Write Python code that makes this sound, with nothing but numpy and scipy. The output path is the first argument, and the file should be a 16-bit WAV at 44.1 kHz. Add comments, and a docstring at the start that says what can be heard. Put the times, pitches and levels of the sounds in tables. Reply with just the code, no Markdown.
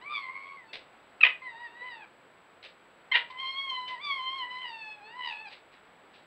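"""Two foxes squabble in a garden at night, their vocal folds singing high, wavering, fluttering whines.
A first whine ends in a huff of air spat through the jaws; a yelp breaks into rasp and a whimper follows.
After another huff and a second yelp comes the longest whine, and a few last huffs trail away.
Throughout, fence and hedge echo them over a faint hush, and a trail camera's electronics whistle thinly."""
import sys
import numpy as np
from scipy import signal
from scipy.fft import rfft, irfft, next_fast_len
from scipy.io import wavfile
from scipy.ndimage import map_coordinates

SR = 44100
rng = np.random.default_rng(int(sys.argv[2]) if len(sys.argv) > 2 else 0)


def store_pcm(level_fs):
    """Save levels as 16-bit WAV."""
    pcm = np.round(np.clip(level_fs, -1, 1) * 32767).astype(np.int16)
    wavfile.write(sys.argv[1], SR, np.atleast_2d(pcm).T)


N = 276330
TIME = np.arange(N) / SR


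def whines():
    """An opening whine and a whimper through nearly shut jaws, then a long whine with the jaws parted."""
    # melody of each call: time_s, pitch_hz
    opening_pitch = [(0.012, 950.0), (0.064, 1140), (0.122, 1207), (0.258, 1027), (0.38, 1092),
                     (0.55, 1112), (0.624, 962), (0.646, 893), (0.724, 894)]
    whimper_pitch = [(1.417, 1050), (1.461, 1016), (1.535, 904), (1.613, 965), (1.657, 950.1), (1.689, 888),
                     (1.731, 934), (1.861, 1020), (2.035, 827), (2.055, 769.1)]
    long_pitch = [(3.3, 1037), (3.36, 1005), (3.42, 1076), (3.45, 1049), (3.6, 1097), (3.68, 1085),
                  (3.74, 1016), (3.86, 1003), (3.92, 1019), (3.97, 947), (3.98, 943), (4.02, 1164),
                  (4.05, 1181), (4.21, 1021), (4.37, 1081), (4.44, 983.3), (4.62, 1024), (4.72, 907),
                  (5.0, 831.9), (5.01, 802), (5.1, 906), (5.18, 1020), (5.28, 952), (5.3, 926), (5.31, 869),
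                  (5.36, 856.4), (5.44, 885), (5.48, 811), (5.5, 770)]
    # swell of each call: time_s, low_db (harmonics 1 and 2), high_db (harmonics 3 and 4)
    opening_swell = [(0.025, -50.5, -61), (0.075, -44.5, -72.5), (0.113, -37, -47), (0.151, -37.5, -43),
                     (0.283, -40.5, -69.5), (0.351, -44, -73.5), (0.519, -44, -65), (0.651, -56, -82),
                     (0.7, -65, -63)]
    whimper_swell = [(1.417, -43, -74), (1.471, -42, -63), (1.531, -51.5, -58), (1.661, -44.5, -59),
                     (1.721, -74, -61), (1.749, -52.5, -70), (1.861, -39.5, -56.5), (2.049, -58, -50.5),
                     (2.055, -67, -62)]
    long_swell = [(3.3, -42, -56), (3.36, -48.5, -65), (3.4, -39, -39.5), (3.46, -38.5, -37.5),
                  (3.69, -42.5, -43.5), (3.7, -47.5, -29.5), (3.72, -33.5, -40), (3.87, -51, -46),
                  (3.89, -38, -40), (3.99, -47, -64), (4.07, -36.5, -36), (4.35, -37.5, -42.5),
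                  (4.37, -36.5, -41), (4.39, -39, -33.5), (4.49, -44.5, -58), (4.51, -42.5, -44),
                  (4.7, -42.5, -45.5), (4.8, -54, -46), (4.92, -48.5, -41.5), (4.98, -54, -67),
                  (5.07, -51, -52.5), (5.14, -47.5, -58.5), (5.26, -39.5, -39.5), (5.44, -53.5, -51.5),
                  (5.48, -44.5, -48), (5.5, -61, -57)]
    # throat resonances: frequency_hz, gain_db
    jaws_shut = [(850, -8), (1200, 3.5), (1720, -10), (2000, 4), (2400, 6.5), (2600, 15), (2900, -3),
                 (3300, -10.5), (3550, 5.5), (4000, -6), (4400, -9.5), (4800, -12.5)]
    jaws_parted = [(800, 1.5), (1050, -2.5), (1200, 5.5), (1720, -6.5), (1950, 3), (2050, -8), (2300, 5),
                   (2600, 5), (3200, -5), (3550, -7.5), (4000, -15), (4350, -16), (4750, -17)]
    return (whine(opening_pitch, opening_swell, jaws_shut, pierce_db=-2, easy_rough=0.42)
            + whine(whimper_pitch, whimper_swell, jaws_shut, pierce_db=-12, easy_rough=0.52)
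            + whine(long_pitch, long_swell, jaws_parted, pierce_db=-1.1, easy_rough=0.26))


def whine(pitch, swell, throat, pierce_db, easy_rough, flicker_db=3.5, air_db=-15, sag=0.03, sag_s=0.018):
    """Vocal folds sing a nearly pure harmonic stack; under strain a flutter shakes level and pitch."""
    # piercing top, relative to the fourth harmonic: frequency_hz, gain_db
    overtones = [(4200, 0.5), (4750, 2), (5100, -20.5), (6300, -29), (7500, -41), (8600, -40.5),
                 (9700, -31.5), (10800, -45)]
    # the voice cracks to the octave below: centre_s, half_length_s, share
    cracks = [(1.822, 0.0045, 0.93), (5.063, 0.016, 0.5)]
    # breath colour: frequency_hz, gain_db
    breath = [(500, -18), (1000, -17), (1500, -3), (2400, 20.5), (3200, 11), (4800, 7.5),
              (5300, -31.5), (7500, -35), (9700, -22), (12000, -30.5)]
    at = span(pitch)
    t = TIME[at]
    hz, = curves(pitch, t)
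    hz *= 1 - sag * np.exp((t - t[-1]) / sag_s)  # the pitch flicks down as the pressure runs out
    flutter_hz, depth, rough = strain(t, easy_rough)
    flutter = turn(flutter_hz * (1 + 0.1407 * wander(50, t)))
    vibrato = 0.041 * depth * np.cos(flutter)
    jitter = 0.017 * rough * wander(700, t)
    waver = 0.0045 * wander(45, t)
    phase = turn(hz * (1 + vibrato + jitter + waver))
    low_db, high_db = curves(swell, t)
    gains = harmonic_pair(low_db, throat, hz, 2 * hz) + harmonic_pair(high_db, throat, 3 * hz, 4 * hz)
    gains += [gains[3] * undb(pierce_db) * response(overtones, k * hz) for k in range(5, 12)]
    # each harmonic flickers as head and jaws move; the throat delays each by its own amount
    tone = sum(gain * undb(flicker_db * wander(34.65, t)) * np.sin(k * phase + k ** 2)
               for k, gain in enumerate(gains, 1))
    crack = sum(share * bump(t, centre_s, half_s) for centre_s, half_s, share in cracks)
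    tone = np.sqrt(2) * (tone + crack * gains[0] * np.sin(phase / 2))
    # air escapes once a cycle, more of it from a rough throat
    puffs = rng.standard_normal(len(t)) * (1 + np.cos(phase))
    air = colour(puffs, breath) * rough * undb(air_db) * np.linalg.norm(gains, axis=0)
    throb = 1 + depth * np.sin(flutter)
    shimmer = 1 + 0.28 * rough * wander(250, t)
    out = np.zeros(N)
    out[at] = (tone + air) * throb * shimmer * fade(t, edge_s=0.0036)
    return out


def strain(t, easy_rough, easy_flutter=0.038):
    """Flutter rate, flutter depth and roughness of a throat that tightens in fits."""
    # fits of strain: centre_s, half_length_s, flutter_hz, added_depth, added_roughness
    fits = [(0.15, 0.11, 115.6, 0.36, 0.26), (0.421, 0.16, 89.6, 0.59, 0.13),
            (2.033, 0.21, 75.75, .25, 0.1), (3.333, 0.15, 78.7, 0.2, .22), (4.058, 0.067, 85.8, 0, 0.28),
            (4.629, 0.11, 82.6, 0.25, 0.29), (5.215, 0.083, 69.5, 0.25, 0.1),
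            (5.304, 0.078, 76, 0.37, 0.88), (5.489, 0.021, 86, 0.1, 1)]
    centre_s, half_s, flutter_hz, depth, rough = np.transpose(fits)
    swells = bump(t[:, None], centre_s, half_s)
    return np.interp(t, centre_s, flutter_hz), easy_flutter + swells @ depth, easy_rough + swells @ rough


def harmonic_pair(db, throat, low_hz, high_hz):
    """Two neighbouring harmonics share a level as the throat favours them."""
    gains = response(throat, np.array([low_hz, high_hz]))
    return list(undb(db) * gains / np.linalg.norm(gains, axis=0))


def yelps():
    """Two yelps, each a quick run of air pushes through an open mouth."""
    # pushes of each yelp: start_s, rise_s, hold_s, decay_s, level_db, full_pitch_hz, clean_s
    runs = [
        [(1.206, 0.0066, 0.00081, 0.0096, -22.5, 1326, 0.046), (1.229, 0.0072, .002, 0.0046, -10, 1252, 0.013),
         (1.247, 0.004, 0.0013, 0.0087, -16.5, 994, .001), (1.263, .004, .001, 0.0049, -17.5, 986, .003)],
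        [(3.114, 0.0083, 0.00091, 0.014, -21.5, 1048, .022), (3.137, 0.018, 0.0033, 0.01, -17, 956.6, 0.018),
         (3.169, 0.0036, 0.0025, 0.0076, -23.5, 944, 0.0014)],
    ]
    # mouth resonances of each yelp: frequency_hz, gain_db
    mouths = [
        [(330, -35.5), (500, -24), (950, -13.5), (1300, -20), (1950, 0.5), (2500, 0), (3100, -5.5), (3750, -22),
         (4400, -27.5), (5200, -44), (7000, -61), (9300, -63), (12000, -67.5)],
        [(330, -39), (500, -17), (950, -6.5), (1350, -9), (1950, 8.5), (2500, 1), (3150, 1), (3800, -8),
         (4400, -15.5), (5200, -37), (7000, -48), (9600, -49.5), (12000, -60.5)],
    ]
    return sum(squeak(push, mouth) for pushes, mouth in zip(runs, mouths) for push in pushes)


def squeak(push, mouth, slack=0.07, break_s=0.004, jitter=0.084, rasp=0.95, stutter_hz=140):
    """One push of a yelp: pitch follows pressure, and the voice breaks into period doubling and rasp."""
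    start_s, rise_s, hold_s, decay_s, level_db, full_pitch_hz, clean_s = push
    at = int(start_s * SR) + np.arange(SR // 8)
    age = TIME[at] - TIME[at[0]]
    attack = np.minimum(age / rise_s, 1)
    pressure = attack * np.exp(-np.maximum(age - rise_s - hold_s, 0) / decay_s)
    hz = full_pitch_hz * (1 - slack * (1 - np.sqrt(pressure)))
    broken = (1 + np.tanh((age - clean_s) / break_s)) / 2
    rough = 0.21 + 0.49 * broken
    phase = turn(hz * (1 + jitter * rough * wander(900, age)))
    # strong and weak cycles alternate, which puts partials halfway between the harmonics
    orders = np.arange(1, 21)[:, None] / 2
    gains = response(mouth, orders * hz) * np.where(orders % 1, 0.97 * broken, 1)
    partials = gains * np.sin(orders * phase + orders ** 2)
    tone = np.sqrt(2) * partials.sum(axis=0) / np.linalg.norm(gains, axis=0)
    puffs = rng.standard_normal(len(age)) * (1 + 0.72 * np.cos(phase / 2))
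    air = rasp * rough * colour(puffs, mouth)
    # the throat starts to stutter as the pressure peaks
    stutter = 1 + 0.36 * np.cos(2 * np.pi * stutter_hz * (age - rise_s)) * attack ** 2
    out = np.zeros(N)
    out[at] = (tone + air) / np.hypot(1, rasp * rough) * undb(level_db) * pressure * stutter
    # the yelp carries no bass below about 350 Hz
    return signal.sosfilt(signal.butter(4, 350, "highpass", fs=SR, output="sos"), out)


def huffs(sputter_db=2.5):
    """Voiceless spits: sputtering bursts of air through the open jaws."""
    # bursts of breath: start_s, level_db, rise_s, decay_s
    bursts = [(0.729, -37.5, 0.006, 0.025), (2.626, -46.5, 0.026, 0.023), (3.299, -50, 0.011, 0.011),
              (3.878, -45.5, 0.0029, 0.046), (5.495, -49.5, 0.034, 0.032), (5.72, -60, 0.022, 0.031),
              (6.135, -56.5, 0.011, 0.051)]
    # colour of air rushing through the jaws: frequency_hz, gain_db
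    rush = [(120, -19.5), (350, -15), (580, -1), (900, -11.5), (1400, -11.5), (2000, 0), (2600, 1.5),
            (3200, -3.5), (3800, -1), (4850, -10.5), (5300, -20), (7300, -41), (9700, -37.5), (12000, -50)]
    blow = 0
    for start_s, level_db, rise_s, decay_s in bursts:
        age = np.maximum(TIME - start_s, 0)
        attack = np.sqrt(np.minimum(age / rise_s, 1))
        blow += undb(level_db) * attack * np.exp(-np.maximum(age - rise_s, 0) / decay_s)
    return blow * noise(rush, size=N) * undb(sputter_db * wander(300, TIME))


def garden(x, scatter_db=-13, t60_s=0.22, build_s=0.036):
    """Direct sound, a few distinct echoes and a short wash scattered by the bushes."""
    # slaps off fence, shed and hedge: delay_s, level_db
    echoes = [(.008, -22.5), (0.0369, -14), (.057, -31.5), (0.074, -39), (.095, -39.5)]
    t = TIME[:SR // 2]
    wash = noise([(300, 5.5), (2500, -7.5), (4500, -5.5), (10000, -12)], size=len(t))
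    wash *= undb(-60 * t / t60_s) * (1 - np.exp(-t / build_s))
    impulse = undb(scatter_db) * wash / np.linalg.norm(wash)
    impulse[0] += 1  # direct sound
    for delay_s, level_db in echoes:
        impulse += undb(level_db) * np.sinc((t - delay_s) * SR / 2) / 2
    return signal.fftconvolve(x, impulse)[:N]


def night(level_db=-58, swell_db=0.63):
    """The faint, gently swelling hush of the neighbourhood."""
    # colour of the hush: frequency_hz, gain_db
    hush = [(15, -42.5), (30, -19), (50, -12), (80, -14), (150, -7), (250, -5.5), (400, -2.5), (700, -2),
            (1000, -3), (1500, -4.5), (2400, -9.5), (3700, -17), (4900, -26), (5400, -38)]
    return noise(hush + [(9000, -72.5)], size=N) * undb(level_db + swell_db * wander(3.1, TIME))


def camera(whistle_hz=7797, flip_hz=29.85, whistle_db=-79, octave_db=-96, hiss_db=-84):
    """A thin electronic whistle and its faint octave, over preamplifier hiss."""
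    flips = np.sign(np.cos(2 * np.pi * flip_hz * TIME)) + 0.22  # sign and size switch twice a cycle
    phase = 2 * np.pi * whistle_hz * TIME
    whistle = undb(whistle_db) * flips * np.sin(phase) + undb(octave_db) * np.sin(2 * phase)
    hiss = noise([(5000, 1), (9800, -0.32), (10500, -2.4), (15000, -2)], size=N)
    return np.sqrt(2) * whistle + undb(hiss_db) * hiss


def undb(db):
    """Decibels to gain."""
    return 10 ** (np.asarray(db) / 20)


def curves(table, t):
    """Each column after time_s, joined by straight lines over the times t."""
    time_s, *columns = np.transpose(table)
    return [np.interp(t, time_s, column) for column in columns]


def response(points, hz):
    """Gain of a (frequency_hz, gain_db) curve at the given frequencies."""
    frequency_hz, gain_db = np.transpose(points)
    return undb(np.interp(np.log(hz + 1), np.log(frequency_hz), gain_db))


def colour(x, points):
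    """Shape a sound with a (frequency_hz, gain_db) curve, at rms 1."""
    n = next_fast_len(len(x) + 512)
    shaped = irfft(rfft(x, n) * response(points, np.fft.rfftfreq(n, 1 / SR)), n)[:len(x)]
    return shaped / np.sqrt(np.mean(shaped ** 2))


def noise(points, size):
    """Noise with a (frequency_hz, gain_db) colour, at rms 1."""
    return colour(rng.standard_normal(size), points)


def wander(rate_hz, t):
    """Smooth random drift of spread about 1, with rate_hz new values a second."""
    steps = rng.standard_normal(16384)
    return map_coordinates(steps, [(t - t[0]) * rate_hz], order=3, mode="wrap")


def span(table):
    """Sample numbers from the first to the last row of a table."""
    return np.arange(max(int(table[0][0] * SR), 0), min(int(table[-1][0] * SR), N))


def fade(t, edge_s):
    """Soft start and stop of a call."""
    return np.clip(np.minimum(t - t[0], t[-1] - t) / edge_s, 0, 1)


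def bump(t, centre_s, half_s):
    """A smooth swell of height 1."""
    return np.exp(-((t - centre_s) / half_s) ** 2)


def turn(hz):
    """Phase of an oscillator with a moving frequency."""
    return 2 * np.pi * np.cumsum(hz) / SR


def scene(whine_db=-1, mic_top_hz=10400):
    """Whines, yelps and huffs in the garden, over the night hush and the camera's whistle."""
    foxes = undb(whine_db) * whines() + yelps() + huffs()
    outdoors = garden(foxes) + night()
    # the microphone in its weatherproof case takes in no high treble
    heard = signal.sosfilt(signal.cheby1(6, 0.5, mic_top_hz, fs=SR, output="sos"), outdoors)
    return (heard + camera())[None]


def record(dry):
    """The camera cuts the top steeply above 15.7 kHz."""
    return signal.sosfilt(signal.ellip(8, 0.2, 70, 15700, fs=SR, output="sos"), dry)


dry = scene()
out = record(dry)
store_pcm(out)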